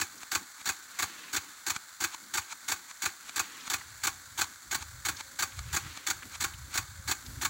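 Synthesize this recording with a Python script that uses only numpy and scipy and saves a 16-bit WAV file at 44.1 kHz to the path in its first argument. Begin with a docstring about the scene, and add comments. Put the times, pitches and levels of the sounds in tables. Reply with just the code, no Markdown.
"""A large impact sprinkler on a steel stand waters an open field, about three strokes a second.
On each stroke its arm dips into the jet with a hiss, slaps back out and knocks on the sprinkler head,
while the kicks of the water make the upright pipe thud. The jet hisses steadily, a wash of spray comes
and goes, and stray drops fall. Further off are a second, ticking sprinkler, a dull rumble and a faint
hum. From about halfway, a breeze buffets the microphone."""
import sys
import numpy as np
from scipy import signal
from scipy.fft import rfft, irfft
from scipy.io import wavfile
from scipy.ndimage import uniform_filter1d

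SR = 44100
rng = np.random.default_rng(int(sys.argv[2]) if len(sys.argv) > 2 else 0)


def master(y):
    """Save y as 16-bit WAV."""
    cut = np.clip(np.atleast_2d(y).T, -1, 1)
    pcm = np.round(cut * 32767)  # scale
    wavfile.write(sys.argv[1], SR, pcm.astype(np.int16))


N = 330309
TIME = np.arange(N) / SR

# each stroke of the arm: leave_jet_s, entry_hiss_db, knock_db
ARM_STROKES = [(.012, -33.5, -28.5), (.350, -31.5, -28), (0.69, -34.5, -30.5), (1.023, -31.5, -28.5),
               (1.363, -36, -33), (1.699, -33, -31), (2.039, -35, -30), (2.373, -32, -29.5),
               (2.716, -33, -29), (3.055, -31.5, -29), (3.394, -33, -29), (3.734, -30.5, -28.5),
               (4.07, -31.5, -28.5), (4.411, -34.5, -29), (4.746, -33.5, -32.5), (5.086, -28.5, -33),
               (5.424, -32, -29), (5.763, -36.5, -29), (6.101, -32, -32.5), (6.439, -32, -29),
               (6.775, -34.5, -29.5), (7.111, -34, -30.5), (7.448, -32.5, -26.5)]
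# the tone of a splash, from low to high: pitch_hz, level_db
SPLASH_TONE = [(60, -28), (200, -8), (340, -5.5), (520, -23.5), (790, 1.5), (1500, -0.5), (2300, -4.5),
               (2950, -8.5), (4400, -3), (5150, -11), (6600, 1.5), (7700, -1), (9300, -15.5), (13300, -16),
               (15500, -6)]
# narrow peaks and dips that colour the tone of each splash: pitch_hz, width_hz, lift_db
SPLASH_PEAKS = [(370, 164, 9), (838, 180, 1.5), (1058, 75, -12.5), (1145, 180, 5.5), (1360, 58, -2),
                (1584, 240, 9), (2216, 165, 8), (2365, 120, -2), (2538, 260, 2.5), (3080, 64, 6),
                (3300, 100, -2.5), (3516, 320, 6), (4150, 110, 7), (4590, 140, 10), (5500, 180, 4),
                (5900, 310, 4), (6220, 105, -14.5), (6570, 340, 2.5), (7400, 140, 3), (7350, 38, -0.5),
                (10890, 1900, 8)]
# the notes the head rings with when the arm hits it: pitch_hz, level_db, ring_s
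HEAD_NOTES = [(870, -11.5, 0.051), (1094, -6.5, 0.11), (1185, 2.5, 0.044), (1426, 1, 0.048),
              (1500, 0, 0.024), (1740, -2, 0.033), (2310, -8, 0.075), (2384, -13.5, 0.087),
              (2510, 1, 0.057), (4430, 0, 0.016)]
# the low notes of the pipe that feeds the head: pitch_hz, level_db, ring_s
PIPE_NOTES = [(78.6, -20, 0.071), (94, -20, 0.11)]
# the tone of the jet: pitch_hz, level_db
JET_TONE = [(40, -32), (130, -21), (280, -16), (450, -20), (700, -13), (900, -7.5), (1500, 1), (2800, -16),
            (4400, -3), (5200, -11.5), (7200, -1.8), (9200, -14.5), (13300, -18.3), (15400, -10.5)]
# broad humps in the jet's hiss: pitch_hz, width_hz, lift_db
JET_PEAKS = [(1210, 140, 0.5), (1570, 320, 2), (2170, 270, 5), (3540, 240, 3.5), (5900, 200, 3),
             (8000, 670, 2), (11070, 1300, 6.5)]
# the tone of the wash of spray: pitch_hz, level_db
WASH_TONE = [(100, -16), (270, -0.5), (520, -9.5), (660, -16), (1100, 0), (1600, 1), (2600, -1), (3400, -3),
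             (4400, -3), (5200, -10), (6000, -6), (9000, -16), (15000, -20)]
# the biggest stray drops on dry grass: start_s, level_db, pitch_hz
BIG_DROPS = [(3.812, -43, 1480), (5.168, -42.5, 5100), (5.868, -42.5, 1600), (6.224, -43.5, 1450),
             (7.264, -44.5, 4530)]
# the tone of the second sprinkler: pitch_hz, level_db
FAR_TONE = [(100, -7), (280, -6), (450, -21), (900, 1.5), (1500, 1.5), (1850, -8.5), (2300, 1),
            (2800, -8.5), (4200, -4), (5100, -12), (6900, -3), (10000, -19.5), (16000, -30)]
# the strength of the breeze on the microphone: time_s, level_db
BREEZE_LEVELS = [(3.6, -79), (3.76, -60), (4.11, -60), (4.18, -63.5), (4.46, -61), (4.63, -82),
                 (4.68, -50.5), (4.8, -55.5), (5.1, -51.5), (5.3, -67), (5.5, -56), (5.58, -44),
                 (5.86, -50), (6.02, -64), (6.45, -53), (7.06, -47), (7.23, -57), (7.31, -48.5)]
# the tone of the breeze: pitch_hz, level_db
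BREEZE_TONE = [(20, -53), (45, -7), (80, 2.5), (120, -5.5), (180, -17.5), (300, -46.5), (700, -62),
               (2000, -73)]
# the tone of the outdoor rumble: pitch_hz, level_db
RUMBLE_TONE = [(60, -22.5), (160, -10.5), (270, -1), (420, -15), (900, -22)]
# the strength of the far-off hum: time_s, level_db
HUM_LEVELS = [(3.5, -86), (4.9, -79), (5.3, -63), (5.7, -72.5), (7.4, -78.5)]

# Every stroke runs the same course: into the jet, out again, onto the stop.
LEAVE_S, ENTRY_DB, KNOCK_DB = np.transpose(ARM_STROKES)
ENTER_S, KNOCK_S = LEAVE_S - 0.035, LEAVE_S + 0.0052
# Base levels, which each layer shifts. A harder entry leaves less water for the sideways sheet.
SHEET_DB, SLAP_DB = -33.5 - 0.7 * (ENTRY_DB - ENTRY_DB.mean()), -28.5


def arm_splashes():
    """The arm cuts the jet, throws a sheet of water sideways and slaps out again; mist hangs behind."""
    entry = bursts(ENTER_S + 0.0016, ENTRY_DB + 4, rise_s=0.0016, hold_s=0.008, fall_s=0.0078)
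    fan = bursts(ENTER_S + 0.021, SHEET_DB - 5, rise_s=0.0039, hold_s=0.005, fall_s=0.014)
    slap = bursts(LEAVE_S + 0.0007, SLAP_DB + 3.5, rise_s=0.0019, hold_s=0.0058, fall_s=0.0074)
    sheet = bursts(ENTER_S + 0.017, SHEET_DB + 3, rise_s=0.0068, hold_s=0.0058, fall_s=0.008)
    fling = bursts(KNOCK_S + 0.00039, KNOCK_DB + 0.24, rise_s=0.0021, hold_s=0.001, fall_s=0.013)
    mist = bursts(LEAVE_S + 0.0069, SLAP_DB - 13, rise_s=0.004, hold_s=0.004, fall_s=0.057)
    # the arm's thin edge makes fine, bright spray; the full sheet sounds heavier
    fine = np.sqrt(entry + fan + slap) * spatter(grain_db=3.5, flutter_db=1.94, flutter_hz=247)
    heavy = np.sqrt(sheet + fling + mist) * spatter(grain_db=2.5, flutter_db=2, flutter_hz=200)
    return shape_tone(let_through(fine, "high", 1400, order=1) + heavy, SPLASH_TONE, SPLASH_PEAKS)


def arm_knocks(contacts=4, gap_s=0.001473):
    """The arm lands on its stop in a few quick contacts, each ringing the head's notes unevenly."""
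    out = 0
    for note in HEAD_NOTES:
        chance = rng.random((len(KNOCK_S), contacts, 2))
        times = KNOCK_S[:, None] + gap_s * (np.arange(contacts) + chance[..., 0] - 0.5)
        sizes = (2 * chance[..., 1] - 1) * from_db(-2.5 * np.arange(contacts))
        shares = sizes / np.linalg.norm(sizes, axis=1, keepdims=True)   # they share one blow's energy
        push = np.zeros(N)
        push[sample_at(times)] = from_db(KNOCK_DB[:, None] - 2.9) * shares
        out = out + ring(push, [note])
    return out


def pipe_thuds():
    """The water kicks as the arm enters and leaves the jet; the pipe thuds a moment later."""
    push = np.zeros(N)
    for times, db in ((ENTER_S + 0.003, SHEET_DB - 0.5), (LEAVE_S + 0.0084, SLAP_DB + 1.5)):
        late, louder = rng.standard_normal((len(times), 2)).T
        push[sample_at(times + 0.0025 * late)] = from_db(db + 1.7 * louder)
    return let_through(ring(push, PIPE_NOTES), "band", [60, 160])


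def jet_hiss(drops_per_s=120):
    """The nozzle hisses, and single drops patter on the field among the spray."""
    hiss = spatter(grain_db=3.5, flutter_db=1, flutter_hz=90) * from_db(0.5 * drift(24))
    patter = (rng.random(N) < drops_per_s / SR) * rng.standard_normal(N)
    spray = unit_level(hiss + from_db(-10.5) * unit_level(patter))
    return from_db(-49.6) * shape_tone(spray, JET_TONE, JET_PEAKS)


def spray_wash(first_s=1.044, every_s=2.349, echo_db=-5):
    """A duller hiss of spray swells and fades at a slow, even pace; its ground echo bends the tone."""
    power = bursts(np.arange(first_s, N / SR, every_s), -49, rise_s=0.13, hold_s=0.21, fall_s=0.21)
    hiss = shape_tone(spatter(grain_db=1.5, flutter_db=1.1, flutter_hz=60), WASH_TONE)
    age_s = (TIME - first_s + every_s / 2) % every_s - every_s / 2
    lag_s = np.abs(0.0055 + 0.00597 * age_s)   # the echo lags as the spray moves on, so the tone falls
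    echo = np.interp(TIME - lag_s, TIME, hiss)
    return np.sqrt(power) * unit_level(hiss + from_db(echo_db) * echo)


def stray_drops(count=9, small_db=-48, spread_db=2.5, middle_hz=3500):
    """Each drop is a brief crackle around its own pitch; small ones fall at random among the big ones."""
    small_drops = [(when * N / SR, small_db + spread_db * (2 * size - 1), middle_hz * 2 ** (2 * pitch - 1))
                   for when, size, pitch in rng.random((count, 3))]
    out, noise = 0, rng.standard_normal(N)
    for start_s, db, hz in BIG_DROPS + small_drops:
        crackle = unit_level(let_through(noise, "band", [hz / 1.44, hz * 1.3]))
        power = bursts([start_s], db, rise_s=0.0018, hold_s=0.0045, fall_s=0.004)
        out = out + crackle * np.sqrt(power)
    return out


def far_sprinkler(first_s=0.2322, every_s=0.38279, uneven_db=3):
    """A second sprinkler keeps its own even beat: a hiss swells and ends in a short, dull tick."""
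    times = np.arange(first_s, N / SR, every_s)
    tick_db, hiss_db = np.transpose([-35.5, -39.5] + uneven_db * rng.standard_normal((len(times), 2)))
    hiss_power = bursts(times, hiss_db, rise_s=0.022, hold_s=0, fall_s=0.004)
    tick_power = bursts(times, tick_db, rise_s=0.0007, hold_s=0.001, fall_s=0.003)
    hiss = np.sqrt(hiss_power) * spatter(grain_db=3, flutter_db=0, flutter_hz=200)
    tick = np.sqrt(tick_power) * rng.standard_normal(N)
    return shape_tone(let_through(hiss, "high", 1500, order=1) + tick, FAR_TONE)


def breeze(buffet_db=4, buffet_hz=13.5):
    """Moving air buffets the microphone with low, lumpy puffs, setting in about halfway."""
    swirls = shape_tone(rng.standard_normal(N), BREEZE_TONE)
    swirls /= np.sqrt(uniform_filter1d(swirls ** 2, size=2400) + 1e-6)   # even out the loudness
    level_db = np.interp(TIME, *np.transpose(BREEZE_LEVELS))
    return from_db(level_db + buffet_db * np.clip(drift(buffet_hz), -2, 2)) * swirls


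def far_rumble_and_hum():
    """A dull outdoor rumble comes and goes; a faint, wavering hum rises in the second half."""
    rumble = shape_tone(rng.standard_normal(N), RUMBLE_TONE)
    hum_hz = 545 + 9 * drift(12.7)
    hum = np.sin(2 * np.pi * np.cumsum(hum_hz) / SR)
    hum_db = np.interp(TIME, *np.transpose(HUM_LEVELS)) + 4 * drift(5.9)
    rumble_db = -68 + 6.6 * drift(3.4)
    return from_db(rumble_db) * rumble + from_db(hum_db) * hum


def spatter(grain_db, flutter_db, flutter_hz):
    """Countless droplets of uneven size (grain), arriving in clumps (flutter)."""
    droplets = rng.standard_normal(N) * from_db(grain_db * np.clip(rng.standard_normal(N), -2, 2))
    return unit_level(droplets * from_db(flutter_db * np.clip(drift(flutter_hz), -2, 2)))


def bursts(times, levels_db, rise_s, hold_s, fall_s):
    """Power over time: each burst grows up to its given moment, holds, then dies away."""
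    power = np.zeros(N)
    for peak_s, db in np.broadcast(times, levels_db):
        begin_s, end_s = peak_s - 10 * rise_s, peak_s + hold_s + 10 * fall_s
        span = slice(max(0, int(begin_s * SR)), max(0, int(end_s * SR)))
        age_s = TIME[span] - peak_s
        shape = np.exp(np.minimum(age_s, 0) / rise_s - np.maximum(age_s - hold_s, 0) / fall_s)
        power[span] += (from_db(db) * shape) ** 2
    return power


def ring(push, notes):
    """Each push starts pure notes that fade by 60 dB in their ring_s."""
    out = 0
    for hz, db, ring_s in notes:
        fade, turn = np.exp(-np.log(1000) / (ring_s * SR)), 2 * np.pi * hz / SR
        feedback = [1, -2 * fade * np.cos(turn), fade * fade]
        out = out + from_db(db) * signal.lfilter([0, np.sin(turn)], feedback, push + 1e-18)
    return out


def shape_tone(sound, tone, peaks=(), size=8192):
    """Give a sound a tone with peaks and dips; plain noise keeps its overall power."""
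    hz = np.maximum(np.arange(size // 2 + 1) * SR / size, 1)
    tone_hz, tone_db = np.transpose(tone)
    db = np.interp(np.log(hz), np.log(tone_hz), tone_db)
    for pitch_hz, width_hz, lift_db in peaks:
        db = db + lift_db / (1 + (2 * (hz - pitch_hz) / width_hz) ** 2)
    # fold the filter in time so that it rings only after a sound, never before
    folded = irfft(np.log(unit_level(from_db(db))))
    folded[1:size // 2] *= 2
    folded[size // 2 + 1:] = 0
    click_response = irfft(np.exp(rfft(folded)))[:size // 2]
    return signal.fftconvolve(sound, click_response)[:N]


def drift(hz):
    """A smooth random wander, usually between -1 and 1; more hz makes it quicker."""
    memory = np.exp(-40 * np.pi * hz / SR)
    noise = rng.standard_normal(N // 20 + 2002)
    slow = signal.lfilter([1], [1, -2 * memory, memory * memory], noise)[2000:]
    return np.interp(np.arange(N) / 20, np.arange(len(slow)), unit_level(slow))


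def let_through(sound, part, hz, order=2):
    """Keep the "high" part of a sound, or one "band" of it."""
    return signal.sosfilt(signal.butter(order, hz, part, fs=SR, output="sos"), sound)


def sample_at(times):
    """Turn seconds into sample positions."""
    return np.clip(times * SR, 0, N - 1).astype(int)


def from_db(db):
    """Turn decibels into a multiplier."""
    return 10 ** (np.asarray(db) / 20)


def unit_level(sound):
    """Scale to an average power of 1."""
    return sound / np.sqrt(np.mean(sound ** 2) + 1e-20)


def scene():
    """Both sprinklers, the spray and the open field around them, in one channel."""
    strokes = arm_splashes() + arm_knocks() + pipe_thuds()
    watering = strokes + far_sprinkler() + stray_drops() + jet_hiss() + spray_wash()
    return (watering + far_rumble_and_hum() + breeze())[None]


def record(dry):
    """The small microphone loses the deep bass; the highest treble is cut steeply."""
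    treble_cut = signal.ellip(12, 0.2, 70, 15850, fs=SR, output="sos")
    return signal.sosfilt(treble_cut, let_through(dry, "high", 42))


dry = scene()
out = record(dry)
master(out)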